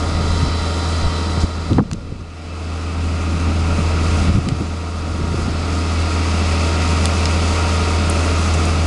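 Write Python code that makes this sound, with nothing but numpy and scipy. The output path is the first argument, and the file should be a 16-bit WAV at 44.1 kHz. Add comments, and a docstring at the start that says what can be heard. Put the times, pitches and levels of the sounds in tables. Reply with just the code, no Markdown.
"""A six-cylinder diesel tractor ploughs stubble towards the listener at about 1640 rpm.
From the start: exhaust drone at the firing rate, block clatter, gear whine, turbo whistle, soil hiss.
Near 1.8 s the hardest wind buffets hit the microphone, with dry ticks; the gain drops and swells back.
Weaker gusts follow from 3.5 to 5.5 s, while the whistle fades and the rig grows unevenly louder.
From 7 s a few more dry ticks sound close by."""
import sys
import numpy as np
from scipy import signal
from scipy.fft import rfft, irfft, next_fast_len
from scipy.io import wavfile
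from scipy.ndimage import uniform_filter1d, minimum_filter1d

SR = 44100
rng = np.random.default_rng(int(sys.argv[2]) if len(sys.argv) > 2 else 0)


def store_wav(level_fs):
    """Save 16-bit WAV to argv[1]."""
    pcm = np.round(np.clip(np.atleast_2d(level_fs), -1, 1) * 32767)
    wavfile.write(sys.argv[1], SR, pcm.T.astype(np.int16))


N = 390726

# crank speed under load: t/s, speed/rpm
CRANK_SPEED = [(0, 1642), (0.6, 1634), (3.2, 1636), (4.5, 1641), (5.75, 1640), (6.6, 1633), (7.7, 1645),
               (8.4, 1632)]
# engine-locked lines: order (multiple of the four-stroke cycle rate), relative level/dB
EXHAUST_ORDERS = [(3, -18.5), (6, 0), (11, -22.5), (12, -18), (14, -19.5), (15, -17.5), (18, -23),
                  (19, -24), (20, -18.5), (22, -22), (24, -21)]
GEAR_ORDERS = [(26, -14), (28, -14.5), (30, -19), (31, -10.5), (33.1, -8), (38, -20.5), (42.2, -14),
               (53, -15), (62, -22), (90.3, -13), (93, -13), (95.4, -16.5), (102, -11), (120, -23.5)]
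MESH_ORDERS = [(68.7, 0)]
# turbo whistles: f/Hz, wander width/Hz, relative level/dB
TURBO_WHISTLES = [(1980, 4.7, -18), (2610, 23, -36), (3120, 90, -14.5), (3984, 30, -8.5)]
# noise spectra: f/Hz, relative density/dB
BLOCK_SPECTRUM = [(60, 2), (110, 0.5), (220, 2), (340, -2.5), (490, -5.5), (570, -1.5), (740, -2.5),
                  (830, -6), (900, -9.5), (1000, -6.5), (1150, -3), (1270, -2), (1400, -5), (1540, -13),
                  (1900, -24)]
KNOCK_SPECTRUM = [(1200, 0.5), (1600, -8), (1760, -10), (1920, -8), (2250, -0.5), (2480, -0.5), (2620, 3.5),
                  (2740, -1), (2900, -4), (3600, -14), (5000, -49)]
INTAKE_SPECTRUM = [(1400, -18), (1750, -3), (1930, 6.5), (2200, -1.5), (2600, -9), (2900, -8.5),
                   (3200, -0.5), (3420, 1), (3800, 1), (4300, 1.5), (4850, 3.5), (5400, -0.5),
                   (6000, -16.5), (7700, -9), (9500, -23.5)]
SOIL_SPECTRUM = [(3500, -31), (5500, 1), (6200, 4), (7300, -0.5), (8500, -3.5), (10000, -5), (11000, -10),
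                 (12500, -13.5)]
RUMBLE_SPECTRUM = [(12, -15), (22, 4.5), (50, 2.5), (90, -4.5), (180, -2), (300, -18), (600, -14.5)]
# approach of the rig: t/s, gain/dB
APPROACH_GAIN = [(0, -1.4), (1, -1.1), (1.5, -3.4), (3.2, -2.1), (4.2, 0.6), (5.1, -2.5), (6.5, 2.3),
                 (7.8, 2.5), (8.86, 1.2)]
# engine swell: t/s, drone gain/dB, knock gain/dB
ENGINE_SWELL = [(0, -3, -4), (1.5, -2, -3.5), (2.3, -3, 2), (3.2, 2, 1.5), (5.2, -1, -1), (6.5, 0.7, 0.2),
                (7.9, -1, -1), (8.86, -.3, -1)]
# turbo, clearest from afar: t/s, overall gain/dB, extra whistle gain/dB
TURBO_GAIN = [(0, 1.5, -3), (.35, 3, 4), (1.4, 3, 3), (2.6, 0.5, -3), (3.9, -0.5, -3), (5.5, 1.05, -13),
              (8.86, -1, -24)]
# transmission whine: t/s, level/dB
WHINE_LEVEL = [(0, -38.5), (1.5, -36.5), (2.4, -46.5), (4, -37.5), (5.5, -39.5), (6.6, -35.5), (7.9, -36),
               (8.86, -44)]
# gusts: t/s, half length/s, rumble level/dB, flutter level/dB
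WIND_GUSTS = [(.25, 0.25, -24, -32.5), (1.963, .2, -15, -19), (3.5, 0.29, -32, -25),
              (4.315, 0.24, -22, -22.5), (5.33, 0.18, -26, -21.5)]
# hardest eddies: t/s, peak rms level/dB, half length/s, top f/Hz
WIND_BUFFETS = [(.435, -11.5, 0.0052, 256), (0.488, -13, 0.016, 90), (1.055, -11.5, 0.019, 100),
                (1.378, -14.5, .005, 330), (1.443, -7, 0.0053, 278), (1.718, -2.5, 0.013, 420),
                (1.76, -5, 0.019, 250), (1.789, 3, 0.0074, 477), (1.812, 4.5, 0.011, 280),
                (1.933, -1.5, 0.011, 260), (2.125, -5, 0.0026, 384), (2.21, -10, 0.024, 304),
                (3.48, -18, .015, 290), (3.79, -12.5, 0.0083, 274), (4.3, -13, .018, 221),
                (4.367, -5, 0.017, 272), (4.478, -8, 0.011, 350), (4.523, -5, 0.0065, 262),
                (4.617, -9.5, .015, 387), (5.21, -15, .005, 350), (5.345, -13, 0.0028, 400),
                (5.39, -15, .006, 375), (5.487, -12, 0.0072, 345)]
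# nearby knocks, scrapes and snaps: t/s, peak level/dB, low f/Hz, high f/Hz, T60/s
DRY_TICKS = [(1.404, -21.5, 3200, 7500, 0.39), (1.732, -10.5, 1700, 6400, 0.0092),
             (1.783, 2.5, 680, 980, 0.011), (1.793, 0, 945, 1390, 0.0058), (1.803, 1, 750, 1080, 0.0081),
             (1.914, 3.5, 600, 5000, 0.0054), (1.932, -1.5, 2350, 7000, 0.011),
             (4.487, -6, 1300, 6000, 0.013), (7.056, -2.5, 1700, 9300, 0.0059),
             (7.2558, -7.5, 2200, 5500, 0.0091), (8.098, -10.5, 7500, 11000, 0.027),
             (8.538, -18, 5000, 9000, .05), (8.653, -18, 6000, 10500, 0.018)]
# microphone response: f/Hz, gain/dB
MIC_RESPONSE = [(0, -0.5), (10100, 0.5), (10500, -3), (10950, -14), (11700, -10.5), (12300, -22)]

CYLINDERS = 6
DRONE_DB, CLATTER_DB, KNOCK_DB, TURBO_DB, SOIL_DB, BREEZE_DB = -15.5, -28.5, -32, -34.5, -37.5, -35


def exhaust(cycles, level_db):
    """Steady firing tone; unequal cylinders add weaker, wavering lines."""
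    firing = [(order, db) for order, db in EXHAUST_ORDERS if order == CYLINDERS]
    others = [(order, db) for order, db in EXHAUST_ORDERS if order != CYLINDERS]
    drone = order_lines(cycles, firing, wander_turns=0.004, waver_db=0.66)
    weak_lines = order_lines(cycles, others, wander_turns=0.066)
    return from_db(level_db) * (drone + weak_lines)


def engine(cycles, clatter_db, knock_db):
    """Firings shake block and head; gear lines sing through the clatter."""
    shaking = firing_noise(cycles, depth=0.16, uneven_db=0, surges=2)
    block = from_db(4) * coloured(shaking, BLOCK_SPECTRUM)
    gears = order_lines(cycles, GEAR_ORDERS, wander_turns=0.099)
    combustion = firing_noise(cycles, depth=0.1, uneven_db=0.4, surges=2)
    knock = coloured(combustion, KNOCK_SPECTRUM)
    return from_db(clatter_db) * (block + gears) + from_db(knock_db) * knock


def transmission(cycles):
    """The loaded gear mesh sings one wavering note."""
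    level_db, = curves(WHINE_LEVEL)
    return from_db(level_db) * order_lines(cycles, MESH_ORDERS, wander_turns=0.2)


def turbo(cycles, level_db, whistle_db):
    """Rushing intake air; narrow whistles wander and flutter."""
    intake = firing_noise(cycles, depth=0.079, uneven_db=0.5, surges=1)
    air = from_db(2) * coloured(intake, INTAKE_SPECTRUM)
    whistles = np.zeros(N)
    for hz, width_hz, db in TURBO_WHISTLES:
        turns = np.cumsum(hz + width_hz / 2 * drift(25)) / SR
        flutter = from_db(2 * drift(45))
        whistles += from_db(db) * unit_rms(flutter * np.sin(2 * np.pi * turns))
    return from_db(level_db) * (air + from_db(whistle_db) * whistles)


def soil(level_db, crumbs_per_s=140, crumb_db=-12, surge_db=1):
    """Earth and stubble slide off the shares: fine hiss, sparse crumbs."""
    crumbs = (rng.random(N) < crumbs_per_s / SR) * rng.standard_normal(N)
    flow = rng.standard_normal(N) + from_db(crumb_db) * unit_rms(crumbs)
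    return from_db(level_db + surge_db * drift(8.9)) * coloured(flow, SOIL_SPECTRUM)


def wind(lumpy_db=1.5):
    """Lumpy breeze rumble; gusts raise it and add a flutter of small eddies."""
    t = np.arange(N) / SR
    rumble_gain, flutter_gain = from_db(BREEZE_DB), 0
    for at_s, half_s, rumble_db, flutter_db in WIND_GUSTS:
        swell = bell(t - at_s, half_s)
        rumble_gain += from_db(rumble_db) * swell
        flutter_gain += from_db(flutter_db) * swell
    lumps = from_db(lumpy_db * drift(21))
    rumble = lumps * coloured(rng.standard_normal(N), RUMBLE_SPECTRUM)
    flutter = unit_rms(eddy_noise(N, low_hz=84, top_hz=314, roll_hz=148))
    return rumble_gain * rumble + flutter_gain * flutter


def buffets():
    """Short, hard eddies thump the microphone."""
    out, t = np.zeros(N), np.arange(-0.15, 0.15, 1 / SR)
    for at_s, db, half_s, top_hz in WIND_BUFFETS:
        eddy = bell(t, half_s) * eddy_noise(len(t), low_hz=0.22 * top_hz, top_hz=top_hz, roll_hz=139)
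        add(out, at_s + t[0], from_db(db) * eddy / running_rms(eddy).max())
    return out


def ticks():
    """Brittle snaps: decaying bursts of band noise."""
    out, t = np.zeros(N), np.arange(0, 0.1, 1 / SR)
    for at_s, db, low_hz, high_hz, t60_s in DRY_TICKS:
        burst = rng.standard_normal(len(t)) * from_db(-60 * np.minimum(t / t60_s, 2))
        band = signal.butter(2, [low_hz, high_hz], "band", fs=SR, output="sos")
        snap = signal.sosfilt(band, burst)
        add(out, at_s, from_db(db) * snap / np.abs(snap).max())
    return out


def gain_control(x, ceiling_db=-11, attack_s=0.0017, hold_s=0.48, release_s=1.27):
    """Rms over the ceiling cuts the gain; it holds, then creeps back."""
    wanted_gain = np.minimum(from_db(ceiling_db) / running_rms(x), 1)
    size = int(hold_s * SR)
    held_cut = 1 - minimum_filter1d(wanted_gain, size, origin=(size - 1) // 2)
    release = np.exp(-np.arange(N) / SR / release_s)
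    cut = np.maximum.accumulate(held_cut / release, axis=-1) * release
    pole = np.exp(-1 / (attack_s * SR))
    return x * (1 - signal.lfilter([1 - pole], [1, -pole], cut))


def order_lines(cycles, orders, wander_turns, waver_db=2):
    """Engine-locked partials; moving air varies their phase and level."""
    out = np.zeros(N)
    for order, db in orders:
        turns = order * cycles + rng.random() + wander_turns * drift(2.06)
        out += from_db(db + waver_db * drift(3.8)) * np.sqrt(2) * np.sin(2 * np.pi * turns)
    return out


def firing_noise(cycles, depth, uneven_db, surges):
    """Noise with `surges` peaks per firing; cylinder strengths spread by uneven_db."""
    firings = CYLINDERS * cycles
    strengths = from_db(uneven_db * rng.standard_normal(CYLINDERS))
    pulsing = np.exp(depth * np.cos(2 * np.pi * surges * firings))
    return rng.standard_normal(N) * strengths[firings.astype(int) % CYLINDERS] * pulsing


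def eddy_noise(size, low_hz, top_hz, roll_hz):
    """Turbulent pressure: band noise, strongest in the bass."""
    band = signal.butter(3, [low_hz, top_hz], "band", fs=SR, output="sos")
    roll = signal.butter(1, roll_hz, fs=SR, output="sos")
    return signal.sosfilt(np.vstack([band, roll]), rng.standard_normal(size))


def coloured(x, spectrum):
    """Excitation shaped by a spectrum; unit rms."""
    hz, db = np.transpose(spectrum)
    size = next_fast_len(N)
    bins_hz = np.maximum(np.arange(size // 2 + 1) * SR / size, 1)
    gain = from_db(np.interp(np.log(bins_hz), np.log(hz), db, left=-np.inf, right=-np.inf))
    return unit_rms(irfft(rfft(x, size) * gain, size)[:N])


def drift(corner_hz):
    """Slow random wander, unit rms."""
    hop, settle = 40, 2000
    pole = np.exp(-2 * np.pi * corner_hz * hop / SR)
    noise = rng.standard_normal(N // hop + settle + 2)
    slow = signal.lfilter([1], [1, -2 * pole, pole * pole], noise)[settle:]
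    return np.interp(np.arange(N) / hop, np.arange(len(slow)), unit_rms(slow))


def curves(table):
    """Columns of a time table, per sample."""
    times_s, *columns = np.transpose(table)
    return [np.interp(np.arange(N) / SR, times_s, column) for column in columns]


def running_rms(x, window_s=0.014):
    """Rms over a trailing window."""
    size = int(window_s * SR)
    power = uniform_filter1d(x ** 2, size, origin=(size - 1) // 2)
    return np.sqrt(np.maximum(power, 1e-12))


def bell(t, half_s):
    """Gaussian swell around t = 0."""
    return np.exp(-(t / half_s) ** 2 / 2)


def add(out, at_s, sound):
    """Mix a sound in from at_s."""
    start = int(np.clip(round(at_s * SR), 0, N))
    out[start:start + len(sound)] += sound[:N - start]


def unit_rms(x):
    """Scale to rms 1."""
    return x / np.sqrt(np.mean(x ** 2) + 1e-20)


def from_db(db):
    """Decibels to gain."""
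    return 10 ** (db / 20)


def scene():
    """The rig in the open field; wind and ticks at the microphone."""
    rpm, = curves(CRANK_SPEED)
    cycles = np.cumsum(rpm / 60 / 2) / SR  # two crank turns per four-stroke cycle
    near_db, = curves(APPROACH_GAIN)
    drone_swell_db, knock_swell_db = curves(ENGINE_SWELL)
    turbo_swell_db, whistle_db = curves(TURBO_GAIN)
    rig = (exhaust(cycles, DRONE_DB + drone_swell_db)
           + engine(cycles, CLATTER_DB + 0.39 * near_db, KNOCK_DB + knock_swell_db + near_db)
           + transmission(cycles)
           + turbo(cycles, TURBO_DB + turbo_swell_db + near_db, whistle_db)
           + soil(SOIL_DB + near_db))
    return (rig + wind() + buffets() + ticks())[None]


def record(dry, clip_level=0.71, cutoff_hz=12200):
    """Gusts duck the gain, their first peaks clip softly; the treble falls away and is cut."""
    ducked = gain_control(dry)
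    clipped = ducked / (1 + (ducked / clip_level) ** 8) ** (1 / 8)
    size = next_fast_len(N)
    bins_hz = np.arange(size // 2 + 1) * SR / size
    response = from_db(np.interp(bins_hz, *np.transpose(MIC_RESPONSE)))
    dulled = irfft(rfft(clipped, size) * response, size)[:, :N]
    lowpass = signal.ellip(10, 0.1, 90, cutoff_hz, fs=SR, output="sos")
    return signal.sosfilt(lowpass, dulled)


dry = scene()
out = record(dry)
store_wav(out)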